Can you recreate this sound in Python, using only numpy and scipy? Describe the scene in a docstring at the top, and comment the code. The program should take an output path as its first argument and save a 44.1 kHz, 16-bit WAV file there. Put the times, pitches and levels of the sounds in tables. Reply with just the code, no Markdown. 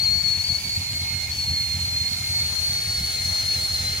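"""A steel kettle whistles on the hob of a small camper kitchen. Its steam jet sounds a shrill note in
the spout, fluttering and at times hoarse, over a faint lower note and a hiss of steam and gas flame.
To its right, bacon sizzles with tiny bursts of hot fat and grows louder as the listener moves closer.
Underneath, a low, surging throb booms in the cabin, perhaps from a small engine idling outside."""
import sys
import numpy as np
from scipy import signal
from scipy.fft import rfft, irfft, next_fast_len
from scipy.io import wavfile
from scipy.ndimage import uniform_filter1d, map_coordinates

SR = 44100
rng = np.random.default_rng(int(sys.argv[2]) if len(sys.argv) > 2 else 0)


def transcribe(u):
    """Save the signal u as a 16-bit wav file named by the first command-line argument.

    u: samples, shape (n,) or (channels, n), limited to [-1, 1]; the rate is SR.
    q: integer samples, one column per channel.
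    """
    v = np.clip(np.atleast_2d(u).T, -1, 1)
    q = np.round(v * 32767).astype(np.int16)
    wavfile.write(sys.argv[1], SR, q)


N = 176400  # 4 seconds

# How high the shrill note is. Each row: time in seconds, pitch in Hz.
WHISTLE_PITCH = [(0.0, 4370), (0.02, 4290), (0.04, 4460), (0.07, 4273), (0.23, 4454), (0.28, 4319),
                 (0.39, 4367), (0.41, 4330), (0.47, 4510), (0.5, 4386), (0.58, 4407), (0.6, 4520),
                 (0.79, 4347), (0.85, 4344), (0.88, 4247), (0.9, 4336), (0.93, 4246), (0.95, 4362),
                 (1.24, 4247), (1.28, 4314), (1.3, 4266), (1.34, 4435), (1.48, 4306), (1.54, 4350),
                 (1.65, 4267), (1.72, 4224), (1.77, 4264), (1.83, 4250), (1.87, 4370), (1.92, 4220),
                 (2.15, 4314), (2.2, 4250), (2.41, 4350), (2.58, 4267), (2.66, 4378), (2.86, 4305),
                 (2.95, 4364), (3.0, 4217), (3.06, 4373), (3.17, 4262), (3.4, 4290), (3.43, 4207),
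                 (3.53, 4337), (3.58, 4154), (3.64, 4327), (3.69, 4206), (3.74, 4340), (3.76, 4200),
                 (3.8, 4223), (3.86, 4116), (3.91, 4254), (3.99, 4220)]
# How loud it is. Each row: time in seconds, level in dB.
WHISTLE_LEVEL = [(0.0, -18.4), (0.13, -17.6), (0.24, -21.3), (0.26, -16.7), (0.37, -18.3), (0.39, -23.5),
                 (0.41, -17.8), (0.48, -23.4), (0.5, -18.7), (0.56, -21.3), (0.63, -29.8), (0.66, -21.9),
                 (0.67, -27.2), (0.71, -21.3), (0.77, -21.2), (0.8, -29.3), (0.82, -23.4), (0.98, -25.5),
                 (1.22, -24.6), (1.3, -28.0), (1.33, -21.8), (1.41, -22.7), (1.53, -20.4), (1.68, -24.6),
                 (1.75, -22.8), (1.77, -26.2), (1.87, -20.4), (1.92, -24.8), (1.98, -20.4), (2.1, -23.1),
                 (2.12, -21.1), (2.21, -26.9), (2.4, -19.1), (2.52, -24.8), (2.62, -20.1), (2.73, -22.8),
                 (2.76, -21.2), (2.85, -25.6), (2.94, -21.5), (3.07, -24.4), (3.4, -20.7), (3.42, -23.8),
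                 (3.52, -20.8), (3.62, -23.0), (3.76, -21.9), (3.99, -23.9)]
# Standing waves in the cabin favour one ear. Each row: time in seconds, left minus right in dB.
WHISTLE_BALANCE = [(0.0, 5.8), (0.2, 10), (0.28, 9.5), (0.37, 8), (0.47, 6), (0.53, 11.1), (0.63, -3.1),
                   (0.71, 0), (1.07, 2), (1.17, -14.5), (1.33, 5.5), (1.79, -5.5), (1.87, 4), (2.07, -3),
                   (2.31, 7), (2.37, -1), (2.53, 9), (2.62, 17), (2.66, -1.5), (2.87, 6), (2.96, 0.1),
                   (3.23, 6.5), (3.42, 3), (3.47, 5), (3.58, 1.1), (3.99, 3.3)]
# How far the note's wave is ahead at the left ear. Each row: time in seconds, phase in radians.
WHISTLE_LEFT_LEAD = [(0.0, -1.1), (0.19, -1.1), (0.31, 0.7), (0.42, 0.7), (0.47, 2.1), (0.52, 0.2),
                     (0.57, 1.2), (0.8, 2.5), (1.05, 2.5), (1.18, 5), (1.23, -0.3), (1.29, 4.5),
                     (1.32, 0.6), (1.73, 1.6), (1.9, 2.5), (2.02, 2), (2.55, 4), (2.57, 8.5), (2.61, 3),
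                     (2.93, 5.5), (3.45, 6.5), (3.99, 5.5)]
# How breathy the note turns. Each row: time in seconds, share of noise from 0 to 1.
WHISTLE_HOARSENESS = [(0, .02), (.33, .03), (.45, .15), (.6, .55), (.72, .3), (.82, .75), (1.0, .15),
                      (1.2, .1), (1.3, .6), (1.35, .04), (2.0, .02), (2.17, .6), (2.3, .06), (2.6, .03),
                      (2.75, .15), (2.93, .03), (3.1, .12), (3.3, .03), (4, .02)]
# The spout's lower note. Each row: time in seconds, level in dB, left minus right in dB.
LOW_NOTE_LEVEL = [(0, -43, 4), (.5, -44.5, 2), (.9, -44, -2), (1.0, -41, -2), (1.27, -38.5, 3),
                  (1.36, -52, -9), (1.55, -42, 1), (1.8, -47.5, -4), (2.2, -42, 1), (2.4, -42.5, -11),
                  (2.55, -48.5, -4), (2.95, -43, 21.5), (4, -43.5, 29)]
# The tone of the steam and burner hiss. Each row: frequency in Hz, left level in dB, right level in dB.
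STEAM_TONE = [(150, -79, -81), (334, -79.5, -80), (500, -84.5, -83), (645, -80.5, -78), (837, -75.5, -76.5),
              (1084, -84.5, -81.5), (1470, -81, -79), (1800, -74, -78), (1950, -74.5, -76.5),
              (2360, -68.5, -72), (2700, -73, -75), (4000, -73, -74.5), (5240, -74.5, -75.5),
              (6000, -84, -82.5), (15500, -90.5, -89)]
# How that tone changes from close by. Each row: frequency in Hz, change in dB.
STEAM_NEAR_CHANGE = [(250, -6.5), (450, 5), (700, 1), (900, -2), (1400, 3), (2000, 0.5), (2600, -4),
                     (3500, -.5), (6000, -4.5)]
# The hiss swells as the listener comes closer. Each row: time in seconds, change in dB.
STEAM_SWELL = [(0, -0.5), (1.2, -.5), (2, 0), (2.6, 1), (3.1, 1), (4, 2)]
# How alike the hiss is at both ears. Each row: frequency in Hz, likeness (1 the same, 0 unrelated).
STEAM_LIKENESS = [(100, .99), (300, 0.71), (700, 0.81), (1300, -0.076), (2500, -0.013), (8000, 0.1)]
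# Frying fat from afar. Each row: frequency in Hz, left level in dB, right level in dB.
FAT_FAR_TONE = [(1500, -100, -100), (4000, -127, -82.5), (5270, -79, -74), (6730, -86, -69),
                (6900, -83, -69.5), (7940, -85.5, -77.5), (10500, -84.5, -77.5), (12000, -88, -80.5),
                (15500, -93, -87.5)]
# Frying fat from close by. Each row: frequency in Hz, left level in dB, right level in dB.
FAT_NEAR_TONE = [(1510, -98, -97), (4300, -66, -69.5), (5630, -73, -69.5), (6320, -77, -65),
                 (7200, -82, -69.5), (7900, -80, -76), (9550, -81, -68.5), (12000, -84, -77),
                 (15500, -89, -82)]
# Surges of the throb, two strong firings each. Each row: start in seconds, strength in dB.
THROB_SURGES = [(0.014, -27), (0.104, -27), (0.144, -23), (0.23, -25.5), (0.363, -31.5), (0.491, -22),
                (0.64, -24.5), (0.766, -20.5), (0.918, -26), (1.004, -25.5), (1.097, -24.5), (1.139, -24),
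                (1.234, -30.5), (1.286, -31), (1.37, -26), (1.467, -23), (1.504, -22), (1.599, -26.5),
                (1.679, -33), (1.735, -23.5), (1.78, -24.5), (1.829, -28), (1.869, -26.5), (1.916, -27),
                (2.006, -23.5), (2.105, -25.5), (2.15, -28), (2.202, -25), (2.293, -24.5), (2.397, -27),
                (2.434, -25.5), (2.489, -28), (2.583, -29.5), (2.687, -24.5), (2.719, -31), (2.866, -26.5),
                (2.971, -25), (2.999, -21.5), (3.146, -29), (3.246, -25), (3.279, -27), (3.425, -25.5),
                (3.552, -24), (3.603, -29), (3.7, -28), (3.794, -24.5), (3.836, -25), (3.886, -27.5),
                (3.974, -25)]
# The tone of the cabin's boom. Each row: frequency in Hz, relative level in dB.
BOOM_TONE = [(15, -24), (28, -19), (40, -20.5), (55, -6.5), (72, -2), (88, -7), (110, -3.5), (135, -7.5),
             (184, -10.5), (217, -18.5), (259, -15.5), (302, -30.5), (420, -30.5), (600, -60)]

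FLUTTER_HZ, WARBLE_HZ = 20.6, 11.5  # typical size of the fast and the slower swings in pitch
WHISTLE_ECHO_DB, ECHO_FADE_S = -9, 0.13  # the cabin's echo takes this long to fall by 60 dB
APPROACH_S = (1.64, 3.03)  # start and end of the move toward the hob
POPS_PER_S, POP_SPREAD_DB, POP_SHARE = 2500, 2.6, 0.25
FIRING_HZ, IDLE_DB, RUMBLE_DB = 43.7, -42.5, -41.5
RING_HZ, RING_WIDTH_HZ, RING_GAIN = 88.4, 28, 2.03  # the main resonance of the cabin's air
TOP_HZ = 15820


def whistle():
    """The steam jet locks to the spout's note; turbulence shakes it and at times turns it hoarse."""
    hoarse, = curves(WHISTLE_HOARSENESS)
    flutter = FLUTTER_HZ * (1 + 1.44 * hoarse) * wobble(150)  # wider when hoarse
    hz = curves(WHISTLE_PITCH)[0] + flutter + WARBLE_HZ * wobble(45)
    shiver = amp(2.5 * wobble(100))
    tone = unit(oscillator(hz) * shiver)
    breath = unit(resonance(width_hz=67) + 0.41 * np.array([resonance(67), resonance(67)]))
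    roughness = np.sqrt(1 - hoarse) + np.sqrt(hoarse) * breath
    lead, = curves(WHISTLE_LEFT_LEAD)
    direct = tone * roughness * np.exp(0.5j * np.array([lead, -lead]))
    wave = unit(direct + amp(WHISTLE_ECHO_DB) * cabin_echo(tone))
    limited = wave / (1 + np.abs(wave / 1.25) ** 4) ** (1 / 4)  # the note's swing levels off
    return amp(curves(WHISTLE_LEVEL)[0]) * panned(curves(WHISTLE_BALANCE)[0]) * unit(limited).real


def low_note():
    """The spout also rings weakly near half the pitch, half noise, following the whistle's slow drift."""
    drift = uniform_filter1d(curves(WHISTLE_PITCH)[0], size=5000)
    hz = 0.501 * drift + 9 * wobble(40)
    db, balance_db = curves(LOW_NOTE_LEVEL)
    roughness = 1 + amp(-1) * np.array([resonance(width_hz=34), resonance(width_hz=34)])
    return amp(db) * panned(balance_db) * unit((roughness * oscillator(hz)).real)


def steam():
    """The plume of steam and the gas flame make a broad hiss whose tone changes from close by."""
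    def spread(f):
        angle = np.arccos(along(STEAM_LIKENESS, f)[0]) / 2
        return np.array([np.cos(angle), np.sin(angle)])
    middle, side = filtered(patchy_noise(depth_db=1.5), spread)
    far = with_tone(np.array([middle + side, middle - side]), STEAM_TONE)
    near = filtered(far, lambda f: amp(along(STEAM_NEAR_CHANGE, f)))
    return approach(far, near) * amp(curves(STEAM_SWELL)[0] + 0.52 * wobble(25.05))


def sizzle():
    """Tiny bursts in the hot fat merge into a dense sputter, brighter from close by."""
    hits = rng.random(N) < POPS_PER_S / SR
    sizes = hits * amp(POP_SPREAD_DB * np.minimum(rng.exponential(size=N), 4.5))
    decay = np.exp(-1 / (0.00015 * SR))  # each pop dies away within a millisecond or so
    power = signal.lfilter([1], [1, -decay], sizes ** 2)
    pops = unit(np.sqrt(np.abs(power)) * rng.standard_normal((2, N)))
    fat = np.sqrt(POP_SHARE) * pops + np.sqrt(1 - POP_SHARE) * patchy_noise(depth_db=2.3)
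    fat *= amp(0.6 * wobble(35.24) + 0.35 * wobble(6.43))  # the level flickers
    return approach(with_tone(fat, FAT_FAR_TONE), with_tone(fat, FAT_NEAR_TONE))


def throb():
    """Weak, even firings and surges of strong ones boom in the cabin, over a soft rumble."""
    jitter, scatter = rng.standard_normal((256, 2)).T
    idle = firings(np.arange(256) / FIRING_HZ + 0.001 * jitter, db=4 * scatter)
    starts, db = np.transpose(THROB_SURGES)
    starts = starts + 0.00497  # the boom takes a moment to build
    surges = firings(starts, db) + firings(starts + 1 / FIRING_HZ, db - 2.5)
    rumble = amp(RUMBLE_DB) * unit(cabin_boom(rng.standard_normal(N)))
    middle = cabin_boom(surges) + amp(IDLE_DB) * unit(cabin_boom(idle)) + rumble
    upper_rumble = filtered(cabin_boom(rng.standard_normal(N)), lambda f: (f / (f + 400)) ** 2)
    side = amp(-56) * unit(upper_rumble)  # adds a little width
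    return np.array([middle + side, middle - side])


def firings(seconds, db):
    """One sharp kick of pressure at each given time."""
    at = np.round(seconds * SR).astype(int)
    inside = (at >= 0) & (at < N)
    return np.bincount(at[inside], amp(db[inside]), N)


def cabin_boom(x):
    """The air in the cabin favours low notes and rings on after each kick."""
    def response(f):
        tone = amp(along(BOOM_TONE, f)[0]) * f / (f + 8) / (1 + (f / 600) ** 4)
        damping = 1j * f * RING_WIDTH_HZ
        ring = 1 + RING_GAIN * damping / (RING_HZ ** 2 - f ** 2 + damping)
        smear = np.exp(-1j * (1 + (f / 80) ** 2))  # higher notes arrive later
        return tone * ring * smear / np.abs(tone * ring).mean()
    return filtered(x, response)


def cabin_echo(x):
    """The small cabin sends a short echo to each ear."""
    t = np.arange(SR // 6) / SR
    tail = rng.standard_normal((2, len(t))) * amp(-60 * t / ECHO_FADE_S)
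    return unit(signal.fftconvolve(x[None], tail, axes=1)[:, :N])


def approach(far, near):
    """Fades from the far sound to the near one as the listener moves toward the hob."""
    close = np.interp(np.arange(N) / SR, APPROACH_S, [0, 1])
    return (1 - close) * far + close * near


def oscillator(hz):
    """A wave that follows a pitch; its real part is the sound."""
    return np.exp(2j * np.pi * np.cumsum(hz) / SR)


def resonance(width_hz):
    """Random swings in the strength and phase of a note driven by turbulence."""
    keep_slow = lambda f: 1 / (1 + 1j * f / width_hz) / (1 + (f / (4 * width_hz)) ** 2)
    real, imaginary = filtered(rng.standard_normal((2, N)), keep_slow)
    return unit(real + 1j * imaginary)


def patchy_noise(depth_db):
    """Two white noises with louder and softer patches across time and frequency."""
    spectrum = signal.stft(rng.standard_normal((2, N)), nperseg=512)[2]
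    patches = uniform_filter1d(uniform_filter1d(rng.standard_normal(spectrum.shape), 6, 1), 12, 2)
    return unit(signal.istft(spectrum * amp(depth_db * unit(patches)), nperseg=512)[1][:, :N])


def wobble(rate):
    """A smooth curve through `rate` random values a second."""
    return map_coordinates(rng.standard_normal(4096), [np.arange(N) * rate / SR], mode="wrap")


def curves(rows):
    """Turns a table over time into one curve for each column after the first."""
    seconds, *columns = np.transpose(rows)
    return [np.interp(np.arange(N) / SR, seconds, column) for column in columns]


def along(rows, hz):
    """Reads a table over frequency at hz, on a log scale."""
    f, *columns = np.transpose(rows)
    return np.array([np.interp(np.log(hz + 1), np.log(f + 1), column) for column in columns])


def with_tone(noise, rows):
    """Shapes white noise to a table's levels, taken as dB per Hz."""
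    return filtered(noise, lambda f: amp(along(rows, f)) * np.sqrt(SR / 2))


def filtered(x, response):
    """Multiplies each frequency f in x by response(f)."""
    size = next_fast_len(N + SR // 2)
    return irfft(rfft(x, size) * response(np.fft.rfftfreq(size, 1 / SR)), size)[..., :N]


def panned(db):
    """Left and right gains that make the left louder by db."""
    gains = amp(np.array([db, -db]) / 2)
    return gains / np.sqrt(np.mean(gains ** 2, axis=0))


def amp(db):
    """Turns dB into a gain."""
    return 10 ** (np.asarray(db) / 20)


def unit(x):
    """Scales x to an average power of 1."""
    return x / np.sqrt(np.mean(np.abs(x) ** 2) + 1e-20)


def scene():
    """Kettle, frying pan and throb together."""
    return whistle() + low_note() + steam() + sizzle() + throb()


def record(dry):
    """Cuts off the treble above TOP_HZ."""
    return filtered(dry, lambda f: f < TOP_HZ)


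dry = scene()
out = record(dry)
transcribe(out)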